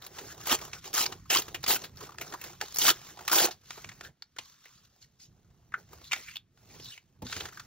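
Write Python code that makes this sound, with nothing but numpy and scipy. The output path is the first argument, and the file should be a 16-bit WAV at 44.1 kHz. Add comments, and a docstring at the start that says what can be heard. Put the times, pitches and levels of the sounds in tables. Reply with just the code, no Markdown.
"""Tearing paper at a craft table

Hands tear a glossy sheet in six short rips over a wooden table, close under a phone's two mic ports.
Fibres break in stick-slip trains and the held sheet booms and rings. Between rips the paper rustles,
snaps, ticks and taps; later it is nudged, slid and pressed onto the table by a palm.
The room is small and quiet, and answers faintly over a low rumble."""
import sys
import numpy as np
from scipy import signal
from scipy.fft import rfft, irfft, next_fast_len
from scipy.io import wavfile
from scipy.ndimage import uniform_filter1d

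SR = 44100
rng = np.random.default_rng(int(sys.argv[2]) if len(sys.argv) > 2 else 0)


def store_wav(level_fs):
    """Save 16-bit WAV to argv[1]."""
    pcm = np.round(np.clip(np.atleast_2d(level_fs), -1, 1) * 32767)
    wavfile.write(sys.argv[1], SR, pcm.T.astype(np.int16))


N = 337806

# spectra of the paper: mid-range body, low boom, fizz of fibres (frequency [Hz], level [dB])
PAPER_BODY = [(500, -25), (900, -3.5), (1500, 0.5), (4000, -2.5), (7000, -4), (9000, -13), (12000, -40),
              (17000, -30.5)]
SHEET_BOOM = [(80, -27.5), (230, -9), (385, 4), (550, -4), (800, -1), (1300, -23)]
FIBRE_FIZZ = [(6000, -14.5), (9000, -4.5), (12000, 4.5), (15500, -2), (17000, -8.5)]


def amp(db):
    """Decibels to gain."""
    return 10 ** (np.asarray(db) / 20)


def unit(x):
    """x scaled to rms 1."""
    return x / np.sqrt(np.mean(x ** 2) + 1e-20)


def along(points, hz):
    """(Hz, value) points read on a log axis."""
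    f, v = np.transpose(points)
    return np.interp(np.log(hz + 1), np.log(f + 1), v)


def curves(rows):
    """One value per sample for each column after the time."""
    times, *columns = np.transpose(rows)
    return [np.interp(np.arange(N) / SR, times, column) for column in columns]


def strokes(rows, rise_db_per_s, fall_db_per_s):
    """One gain curve per stroke: it rises, passes three levels and fades."""
    t = np.arange(N) / SR
    return [amp(np.interp(t, row[:3], row[3:6])
                - rise_db_per_s * np.maximum(row[0] - t, 0)
                - fall_db_per_s * np.maximum(t - row[2], 0)) for row in rows]


def filtered(x, response):
    """x times a complex response of frequency."""
    size = next_fast_len(x.shape[-1] + 8192)
    return irfft(rfft(x, size) * response(np.fft.rfftfreq(size, 1 / SR)), size)[..., :x.shape[-1]]


def coloured(x, spectrum):
    """x given a (Hz, dB) spectrum, rms 1."""
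    return unit(filtered(x, lambda hz: amp(along(spectrum, hz))))


def modes(rows):
    """The causal response of a few resonances of alternating sign."""
    return lambda f: sum((-1) ** k * amp(db) * 1j * f * width / (hz * hz - f * f + 1j * f * width)
                         for k, (hz, width, db) in enumerate(rows))


def resonance(x, centre_hz, lift_db, width):
    """x through a peak whose centre and height can move; width in natural-log units of pitch."""
    hz, t, z = signal.stft(x, SR, nperseg=512)
    at = np.minimum((t * SR).astype(int), N - 1)
    bell = np.exp(-(np.log((hz[:, None] + 1) / centre_hz[at]) / width) ** 2)
    lift = amp(np.broadcast_to(lift_db, N)[at] * bell)
    z = z * lift / np.sqrt(np.mean(lift[10:80] ** 2, axis=0))  # rms gain 1 over 0.9-6.8 kHz
    return signal.istft(z, SR, nperseg=512)[1][:, :N]


def crackle(per_s, spread_db, t60, bed, patchy_db):
    """Two noises under one train of sudden slips of random size, with drifting patches of colour."""
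    chance, size = rng.random((2, N))
    slips = (chance < per_s / SR) * amp(-spread_db * np.log(size + 0.014))
    decays = signal.lfilter([1], [1, -amp(-60 / (t60 * SR))], slips)
    shape = bed + unit(uniform_filter1d(decays, size=16))
    shape /= np.sqrt(np.abs(uniform_filter1d(shape ** 2, size=1500)))  # a steady pull evens the energy
    z = signal.stft(shape * rng.standard_normal((2, N)), nperseg=256)[2]
    patches = uniform_filter1d(rng.standard_normal(z.shape[1:]), size=2, axis=0)
    patches = unit(uniform_filter1d(patches, size=6, axis=1))
    return signal.istft(z * amp(patchy_db * patches), nperseg=256)[1][:, :N]


def room_tone():
    """The air of the room: a faint, steady hiss."""
    # spectrum of the air (frequency [Hz], level [dB])
    hiss = [(200, 4.5), (450, -7.5), (800, -19), (1100, -7.5), (1500, -8), (4000, -11.5), (6000, -14),
            (9000, -17), (13000, -20.5), (17000, -31.5)]
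    return amp(-78) * coloured(rng.standard_normal((2, N)), hiss)


def room_answer(x):
    """The walls answer about 6 ms late; the treble dies first."""
    # decay of the room (frequency [Hz], t60 [s])
    decay = [(200, .16), (2000, .13), (10000, .08)]
    hz, t, z = signal.stft(rng.standard_normal((2, SR // 3)), SR, nperseg=256)
    tail = signal.istft(z * amp(-60 * t / along(decay, hz)[:, None]), SR, nperseg=256)[1]
    delayed = np.pad(x, ((0, 0), (250, 0)))
    return signal.fftconvolve(delayed, tail / np.linalg.norm(tail[0]), axes=1)[:, :N]


def table_rumble():
    """The table carries an uneven rumble from arms and house."""
    # shaking of the table (time [s], level [dB])
    shaking = [(0.0, -60.5), (0.28, -60.5), (0.51, -54), (0.7, -56.5), (0.89, -60), (1.0, -55.5),
               (1.43, -58), (1.58, -55), (1.75, -56.5), (2.45, -58), (2.58, -59.5), (3.73, -64),
               (3.88, -58.5), (3.97, -61), (4.1, -57), (4.16, -81.5), (4.3, -81), (4.4, -62), (4.5, -73.5),
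               (4.67, -76), (4.88, -66.5), (4.97, -78), (5.03, -68), (5.12, -74.5), (5.29, -62),
               (5.4, -63.5), (5.91, -61.5), (6.34, -66.5), (6.45, -69.5), (6.62, -64.5), (6.75, -58.5),
               (6.88, -55.5), (6.95, -71), (7.05, -68.5), (7.15, -63), (7.36, -57), (7.66, -59.5)]
    # its spectrum (frequency [Hz], level [dB])
    spectrum = [(12, -41.5), (20, -15.5), (59, -1.5), (102, 1), (135, 1.5), (343, -17), (500, -36),
                (650, -61.5), (1100, -120)]
    lumps = amp(2 * unit(uniform_filter1d(rng.standard_normal(N), size=2500)))
    return amp(curves(shaking)[0]) * unit(lumps * coloured(rng.standard_normal((2, N)), spectrum))


def palm_thuds():
    """A palm settles unevenly and thuds in the table top."""
    # landings of the palm (time [s], relative force [dB])
    landings = [(7.219, -31.5), (7.249, -42), (7.359, -44), (7.42, -41)]
    # modes of the wooden top (frequency [Hz], width [Hz], level [dB])
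    table_top = [(78.5, 29, 3), (159, 190, -0.5), (257, 75, 3.5), (690, 287, -4)]
    rise_s = 0.0061
    age = np.arange(SR // 8) / SR / rise_s
    force = np.zeros(N + SR)
    for start, db in landings:
        flesh = 1 + unit(uniform_filter1d(rng.standard_normal(len(age)), size=60))
        force[round(start * SR):][:len(age)] += amp(db + 2.5) * age * np.exp(1 - age) * flesh
    return filtered(force[:N], modes(table_top))


def slides():
    """Paper swishes over the table; the hollow under it lends a moving resonance."""
    # slides of the sheet (start [s], fastest [s], stop [s], level at each of the three [dB],
    # hollow from [Hz], to [Hz], its height [dB], dull scrape [dB])
    moves = [(4.04, 4.05, 4.072, -45, -45, -52, 1350, 1750, 15, 0),
             (5.012, 5.028, 5.05, -62, -55, -63, 6000, 2000, 6, -3),
             (5.202, 5.225, 5.255, -58, -55, -60, 5000, 5500, 3, -20),
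             (6.04, 6.07, 6.085, -56, -52, -57, 3800, 4200, 11, -6),
             (6.15, 6.2, 6.255, -42, -48, -52, 2100, 2300, 14, 0),
             (6.275, 6.288, 6.352, -51, -47, -54, 2200, 2700, 13, 0),
             (6.69, 6.75, 6.785, -62, -58, -64, 2300, 2300, 9, -3),
             (6.81, 6.925, 6.975, -56, -46, -58, 5000, 2200, 12, -6),
             (7.25, 7.325, 7.48, -52, -42, -56, 3900, 3200, 5, -1)]
    # spectrum of paper on wood (frequency [Hz], level [dB])
    swish = [(500, -53), (1000, -9), (1500, 0.5), (2500, -2), (6500, 3), (9000, -8.5), (12000, -23.5),
             (17000, -32)]
    motion = sum(strokes(moves, rise_db_per_s=1497.5, fall_db_per_s=603))
    hollow_hz, hollow_db, scrape_db = curves(
        [point for row in moves for point in [(row[0], row[6], *row[8:]), (row[2], *row[7:])]])
    friction = crackle(per_s=300, spread_db=3.5, t60=0.02, bed=1.8, patchy_db=4)
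    body = resonance(coloured(friction, swish), np.full(N, 1400.), scrape_db, width=0.55)
    body = resonance(body, hollow_hz, hollow_db, width=0.22)
    return motion * (body + amp(-12) * coloured(friction, FIBRE_FIZZ))


def rustle():
    """Skin drags on paper in small slips; the centre pitch of the rustle wanders."""
    # fingers shifting on the sheet (time [s], rustle [dB], dull part [dB])
    handling = [(0.0, -68.5, -68), (0.05, -50, -62), (0.095, -66, -60), (0.17, -48.5, -59),
                (0.23, -56, -46.5), (0.28, -50, -59.5), (0.325, -47.5, -57), (0.355, -63, -55),
                (0.41, -49.5, -58), (0.55, -51.5, -74), (0.62, -48.5, -50.5), (0.66, -48, -50.5),
                (0.71, -60, -63.5), (0.75, -46, -56), (0.77, -55.5, -62.5), (0.79, -49.5, -70),
                (0.81, -64.5, -98), (0.86, -43, -48), (0.92, -60.5, -56.5), (1.1, -56, -47.5),
                (1.16, -62, -59.5), (1.24, -67.5, -87), (1.42, -50, -59), (1.56, -63.5, -58),
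                (1.62, -59, -73), (1.82, -50, -51.5), (1.92, -71, -69), (1.965, -61.5, -72),
                (2.0, -52.5, -60), (2.028, -48, -52), (2.07, -52.5, -58.5), (2.085, -63, -54),
                (2.16, -70.5, -67), (2.2, -53.5, -55), (2.24, -53, -53), (2.28, -52, -51),
                (2.31, -54, -56.5), (2.33, -57.5, -48.5), (2.39, -57, -70.5), (2.462, -46, -53),
                (2.59, -64, -72.5), (2.64, -47.5, -54.5), (2.7, -50.5, -67.5), (2.95, -51, -62.5),
                (3.0, -55, -61), (3.034, -52, -66), (3.1, -50, -61.5), (3.15, -60.5, -64),
                (3.196, -62, -60), (3.27, -51, -57), (3.5, -61.5, -66), (3.6, -72, -79),
                (3.716, -49, -72.5), (3.98, -63, -70), (4.06, -67.5, -56.5), (4.15, -90.5, -85.5),
                (4.35, -79, -90), (4.41, -57.5, -77), (4.5, -58.5, -85), (4.58, -66, -88.5),
                (4.66, -60, -83), (4.72, -62.5, -87), (4.77, -62.5, -85.5), (4.82, -69, -83),
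                (4.85, -62, -82), (4.89, -74.5, -83.5), (4.97, -70, -79), (5.1, -79.5, -80.5),
                (5.72, -79, -74.5), (5.8, -68, -56.5), (5.86, -72.5, -82), (5.92, -63, -59),
                (6.08, -60.5, -80), (6.19, -59.5, -49), (6.25, -56, -87.5), (6.36, -68, -92),
                (6.46, -98.5, -91), (6.6, -71, -72), (6.758, -59.5, -59), (6.87, -56.5, -72),
                (7.04, -78.5, -82), (7.22, -88, -73), (7.356, -47, -52.5), (7.44, -50, -51.5),
                (7.51, -62, -66), (7.54, -54.5, -67), (7.66, -63.5, -71)]
    # spectrum of skin on paper (frequency [Hz], level [dB])
    skin = [(500, -33.5), (800, -19.5), (1050, 2), (1500, -1), (2500, -7.5), (4000, -2.5), (6500, 3),
            (9000, -12.5), (12000, -20), (17000, -31)]
    # wandering centre pitch of the rustle (time [s], centre [Hz])
    centre = [(0.0, 1550), (0.68, 1780), (1.09, 4020), (1.13, 1870), (1.71, 2990), (2.3, 1390),
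              (2.79, 4230), (2.86, 2270), (3.71, 2850), (4.14, 1580), (4.18, 4080), (4.61, 2755),
              (5.27, 4470), (5.33, 1120), (6.44, 3293), (6.48, 1526), (6.87, 4320), (7.21, 1120),
              (7.25, 3310), (7.66, 1410)]
    rustle_db, dull_db = curves(handling)
    drag = crackle(per_s=310, spread_db=6, t60=0.012, bed=2, patchy_db=3)
    body = resonance(coloured(drag, skin), curves(centre)[0], lift_db=5, width=0.45)
    fizz = amp(-9.5) * coloured(drag, FIBRE_FIZZ)
    return amp(rustle_db) * (body + fizz) + amp(dull_db) * coloured(drag, SHEET_BOOM)


def snaps():
    """Short paper snaps, ticks and taps: quick bursts, each ringing briefly at its own pitch."""
    # snaps, ticks and taps (time [s], peak [dB], pitch [Hz], broad crack [dB], dull part [dB],
    # bright part [dB], for very dry or soft ones also t60 [s])
    ticks = [(0.021, -34.5, 3770, 1.5, -20, -2.5), (0.04, -39, 4520, -3.5, -4, -1),
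             (.064, -30.5, 3740, 0, -5, 3.5), (0.184, -28, 802, -5.5, -4.5, -22),
             (0.41, -38.5, 2774, -6.5, -19, -7), (0.436, -39.5, 3970, -3.5, -19, -4.5),
             (.456, -33, 4530, -6, -18.5, -10.5), (0.469, -21, 891, -8.5, -20, -5.5),
             (0.495, -20.5, 2760, 1, -4, -14.5), (.514, -14, 3100, -4, -13.5, -15.5),
             (.526, -12, 900, -8, -4, -20, .03), (0.588, -35, 2478, -5.5, -7, -10),
             (.613, -30, 1122, -7, 3, -31.5), (.731, -25.5, 2346, 5.5, -13.5, -26),
             (.842, -37, 2320, 3.5, -2.5, -22.5), (.93, -27, 4000, 0, -19, -5),
             (0.94, -24, 1580, -9.5, -19, -2.5), (0.977, -17, 1374, -5, -19, -11),
             (1.056, -24, 3000, -3, -22, -10, .025), (1.062, -15.5, 4600, -6, -22, -17, .022),
             (1.122, -26, 1154, -2, 0.5, -24), (1.255, -46.5, 1118, -17, -17.5, -23),
             (1.302, -23, 2033, -2.5, -14, -12.5), (1.334, -17.5, 3074, -1.5, -23, -12),
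             (1.348, -11.5, 2607, 6, -15, -15.5, .025), (1.357, -14, 1132, -11.5, -6, -12.5),
             (1.37, -12.5, 4680, -9, -15, -11), (1.419, -24.5, 4330, -4, -12, -1.5),
             (1.481, -29.5, 1360, -3, 2.5, -15.5), (1.544, -22.5, 2600, -2, -4, -11.5, .055),
             (1.63, -30.5, 2000, -3, -23, -7.5), (1.639, -20, 4800, -1, -4.5, -12.5),
             (1.662, -20, 2570, -2, -10, -14, .045), (1.681, -18, 4455, -5, -5, 0),
             (1.703, -15.5, 900, 0.5, -10, -5.5), (1.714, -17, 3500, 0, -10, -5),
             (1.759, -22, 2800, 0, -12, -5), (1.838, -29, 4200, -1, -3, -8.5, .08),
             (1.971, -37.5, 4940, -8, -10, -10), (2.008, -34, 1102, -9.5, -8, -21),
             (2.09, -37, 1138, -18, -12, -34.5), (2.119, -40, 1141, -12.5, -10, -30),
             (2.142, -42.5, 1104, -15, -9.5, -26.5), (2.184, -28.5, 1370, 7.5, -9, -14, .015),
             (2.211, -24, 2197, -1, 0.5, -6.5, .06), (2.323, -32.5, 1650, -5, -8, -27.5),
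             (2.337, -27.5, 1110, -18, -13.5, -29), (2.413, -30, 2346, -5, -9, -3.5),
             (2.439, -28.5, 1675, -0.5, 3.5, -4.5), (2.498, -38.5, 897, -10.5, -6, -25.5),
             (2.532, -43, 1190, -11.5, -10.5, -25.5), (2.604, -40, 3000, 0, -15, -15),
             (2.612, -16.5, 1595, 2.5, -4.5, -15.5, .025), (2.621, -26, 900, -12, -3, -30),
             (2.744, -25, 4330, -16.5, -26.5, 0), (2.759, -20, 5584, -9, -22.5, -0.5, .022),
             (2.723, -34, 5500, -8, -25, -8, .015), (2.768, -20, 5500, -10, -25, -3),
             (2.785, -10.5, 5810, -23.5, -24.5, -3.5), (2.814, -17, 3500, -5.5, -17.5, -8.5, .06),
             (2.851, -13, 4500, -5, -22, -14, .025), (2.867, -14, 3500, -6.5, -15, -17.5),
             (2.88, -9.5, 1230, -4, -19, -15.5), (2.889, -11, 1332, -3, -21.5, -15.5, .025),
             (2.9, -11, 3854, -1.5, -15, -15.5), (3.171, -37.5, 834, -11.5, -15.5, -35.5),
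             (3.189, -36.5, 1309, -7, -3.5, -22), (3.207, -35, 814, -10, 6.5, -21.5),
             (3.278, -15, 1294, 1.5, -27.5, -6, .035), (3.295, -22, 1190, -5.5, -15.5, -15),
             (3.315, -18, 1270, -3, -12, -11.5), (3.328, -11.5, 1240, -16.5, -16.5, -10.5),
             (3.357, -12, 6000, -5, -12, -8), (3.382, -14, 3750, -5, -10, -15),
             (3.449, -17, 7500, -8, -7.5, -10.5), (3.47, -21, 1225, -5, -7.5, -24.5),
             (3.482, -27, 770, -9, 1.5, -25), (3.508, -29, 4860, -3, -8, -10.5, .08),
             (3.706, -25, 1342, 4, -5, -30, .018), (3.775, -35.5, 1206, -8, 2.5, -28, .06),
             (3.844, -29, 2150, -6, -7.5, -33, .022), (3.889, -31, 1943, -0.5, -11.5, -32.5),
             (3.916, -39, 2170, -4, -11.5, -28), (4.009, -29.5, 1710, 3, -0.5, -22.5, .025),
             (4.222, -28, 4500, -6, -53, -20, .022), (4.363, -40, 1552, -6, -6, -30),
             (4.385, -24.5, 2960, 1.5, -4, -23.5), (4.655, -40.5, 2170, -9, -10, -18.5),
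             (5.198, -51, 6000, 3, -38, -8, .015), (5.72, -43.5, 1580, -18, -20, -44),
             (5.739, -17, 1490, -25.5, -29, -56.5, .035), (5.93, -38.5, 1170, -12.5, 3.5, -13.5),
             (6.014, -43, 1156, -2, 10.5, -25), (6.041, -42, 3610, -26.5, -26.5, -12),
             (6.112, -28, 2460, -5, -22.5, -28), (6.118, -16.5, 2430, -9, -34.5, -27),
             (6.13, -16, 2110, -6, -33, -24), (6.16, -31, 2287, 6.5, -10.5, -27),
             (6.284, -36, 2280, -18, -30, -29), (6.357, -28, 3200, -15, -35, -17.5, .025),
             (6.368, -23, 3600, -10, -40, -18, .012), (6.573, -53, 1360, -3.5, -0.5, -23),
             (6.798, -37, 3000, -1.5, 8.5, -20.5, .025), (6.844, -34.5, 5220, -25, -20, -9),
             (6.856, -36, 3750, -35, -18.5, -19), (6.977, -37, 2420, -9.5, -29, -31.5, .02),
             (7.22, -35, 803, -21.5, 9.5, -45), (7.266, -30.5, 4120, 1.5, -14.5, -24),
             (7.297, -32.5, 3320, 0.5, -4, -20), (7.325, -22.5, 1620, 2.5, -15, -33),
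             (7.363, -27.5, 1680, 1, -5.5, -22.5), (7.405, -24.5, 3240, -3.5, -9.5, -29.5),
             (7.454, -28.5, 1420, 1.5, -4, -15), (7.485, -35.5, 1480, -7, -5.5, -20.5),
             (7.524, -41.5, 1400, -10.5, -21, -19.5), (7.572, -32.5, 1490, -12.5, -37, -24.5),
             (7.596, -29.5, 1414, -2.5, -18, -18)]
    base_t60_s, ring_cycles = 0.028, 20
    attack_share, width_share = 0.05, 0.53  # of the t60; of the pitch
    out, t = np.zeros((2, N + SR)), np.arange(SR // 8) / SR
    for start, db, hz, crack_db, dull_db, bright_db, *own_t60 in ticks:
        t60 = own_t60[0] if own_t60 else base_t60_s + ring_cycles / hz
        shape = amp(-60 * (t / t60) ** 0.9) * (1 - np.exp(-t / (attack_share * t60)))
        burst = shape * rng.standard_normal((2, len(t)))
        ring = modes([(hz, width_share * hz, 0)])
        snap = filtered(burst, lambda f: amp(along(PAPER_BODY, f) + crack_db) + ring(f) ** 2
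                        + amp(along(SHEET_BOOM, f) + dull_db) + amp(along(FIBRE_FIZZ, f) + bright_db))
        out[:, round(start * SR):][:, :len(t)] += amp(db) * snap / np.abs(snap[0]).max()
    return out[:, :N]


def rips():
    """Fibres break in a dense stick-slip train; the sheet booms and rings with it."""
    # the rips (start [s], hardest pull [s], release [s], level at each of the three [dB],
    # boom at the start [dB], fizz [dB])
    tears = [(0.457, 0.52, 0.553, -43, -22.5, -29, -14, -11),
             (0.94, 0.998, 1.044, -31, -26.5, -30.5, -23, -4.5),
             (1.303, 1.36, 1.4, -25, -27, -29, -19.5, -7), (1.679, 1.71, 1.768, -30, -27, -36.5, -15, 1.5),
             (2.788, 2.89, 2.913, -33, -20, -26, -23, -4), (3.316, 3.36, 3.46, -28, -24, -28, -15.5, -1.5)]
    # the flap between the fingers, rip by rip (low ring from [Hz], to [Hz], its height from [dB],
    # to [dB], high ring from [Hz], to [Hz], its height [dB])
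    flap_rings = [(1450, 900, 8, 12, 4200, 2600, 5), (1550, 850, 6, 10, 5800, 4200, 4),
                  (2000, 1000, 4, 4, 3000, 3300, 4), (1300, 1000, 4, 3, 4400, 3300, 5),
                  (1350, 1250, -5, 11, 6000, 3400, 5), (1250, 800, 6, 3, 5500, 3700, 4)]
    # modes of the held sheet (frequency [Hz], width [Hz], level [dB])
    sheet = [(770, 140, 7.5), (1245, 60, 24), (3132, 320, 19.5), (3580, 150, -1), (6335, 3100, 19.5)]
    boom_db_per_s = 49.5  # the flap booms more as it lengthens
    fibres = crackle(per_s=2200, spread_db=3.5, t60=0.0025, bed=1.1, patchy_db=3.5)
    body = unit(coloured(fibres, PAPER_BODY) + 2 * unit(filtered(fibres, modes(sheet))))
    boom, fizz = coloured(fibres, SHEET_BOOM), coloured(fibres, FIBRE_FIZZ)
    glides = []
    for (start, _, release, *_), ring in zip(tears, flap_rings):
        glides += [(start, *ring[0:5:2], ring[6]), (release, *ring[1:6:2], ring[6])]
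    low_hz, low_db, high_hz, high_db = curves(glides)
    body = resonance(body, low_hz, low_db, width=0.25)
    body = resonance(body, high_hz, high_db, width=0.25)
    pulls = strokes(tears, rise_db_per_s=4000, fall_db_per_s=1800)
    out, t = np.zeros((2, N)), np.arange(N) / SR
    for (start, _, release, *_, boom_db, fizz_db), pull in zip(tears, pulls):
        torn_s = np.clip(t, start, release) - start
        out += pull * (body + amp(boom_db + boom_db_per_s * torn_s) * boom + amp(fizz_db) * fizz)
    return out


def stereo_image(pair):
    """Left and right share one wave and differ by another; at 8-11.6 kHz nearly opposite in phase."""
    # left-right likeness of the stereo sound (frequency [Hz], coherence [0-1])
    likeness = [(60, 0.98), (200, 0.95), (400, .92), (600, 0.78), (900, .94), (1500, 0.85), (3000, 0.83),
                (5000, 0.72), (7400, 0.7), (8000, 1), (11600, 1), (12800, .7)]
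    # left-right balance (frequency [Hz], left minus right [dB])
    balance = [(60, 0.5), (110, -2.5), (200, -3.5), (380, -3.5), (700, -7.5), (1290, 1.5), (2380, 0),
               (4400, -0.5), (7900, 0), (15000, 0)]
    # left-right phase of the stereo sound (frequency [Hz], lead of the left [rad])
    lead = [(0, 0), (430, -0.3), (950, 1.2), (1380, 0.4), (2240, 1.0), (2580, 0.4), (3010, 1.1),
            (4050, 0.3), (5080, 2.2), (5510, 1.4), (8010, 3.28), (11300, 3.0), (12800, 3.7), (16400, 6.5)]
    angle = lambda hz: np.arccos(np.clip(along(likeness, hz), 0, 1)) / 2
    shared, apart = filtered(pair, lambda hz: np.array([np.cos(angle(hz)), np.sin(angle(hz))]))
    left_right = np.array([shared + apart, shared - apart])
    lean = lambda hz: amp(along(balance, hz) / 2) * np.exp(0.5j * np.interp(hz, *np.transpose(lead)))
    return filtered(left_right, lambda hz: np.array([lean(hz), 1 / lean(hz)]))


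def scene():
    """Paper close up, table and room behind it, in stereo."""
    paper = rips() + rustle() + slides() + snaps()
    air = room_tone()
    walls = amp(-15) * room_answer(paper)
    return stereo_image(paper + walls + palm_thuds() + table_rumble() + air)


def record(dry):
    """The phone keeps nothing above its band limit."""
    top_hz, edge_hz = 15850, 200
    return filtered(dry, lambda hz: np.clip((top_hz - hz) / edge_hz + 0.5, 0, 1) ** 2)


dry = scene()
out = record(dry)
store_wav(out)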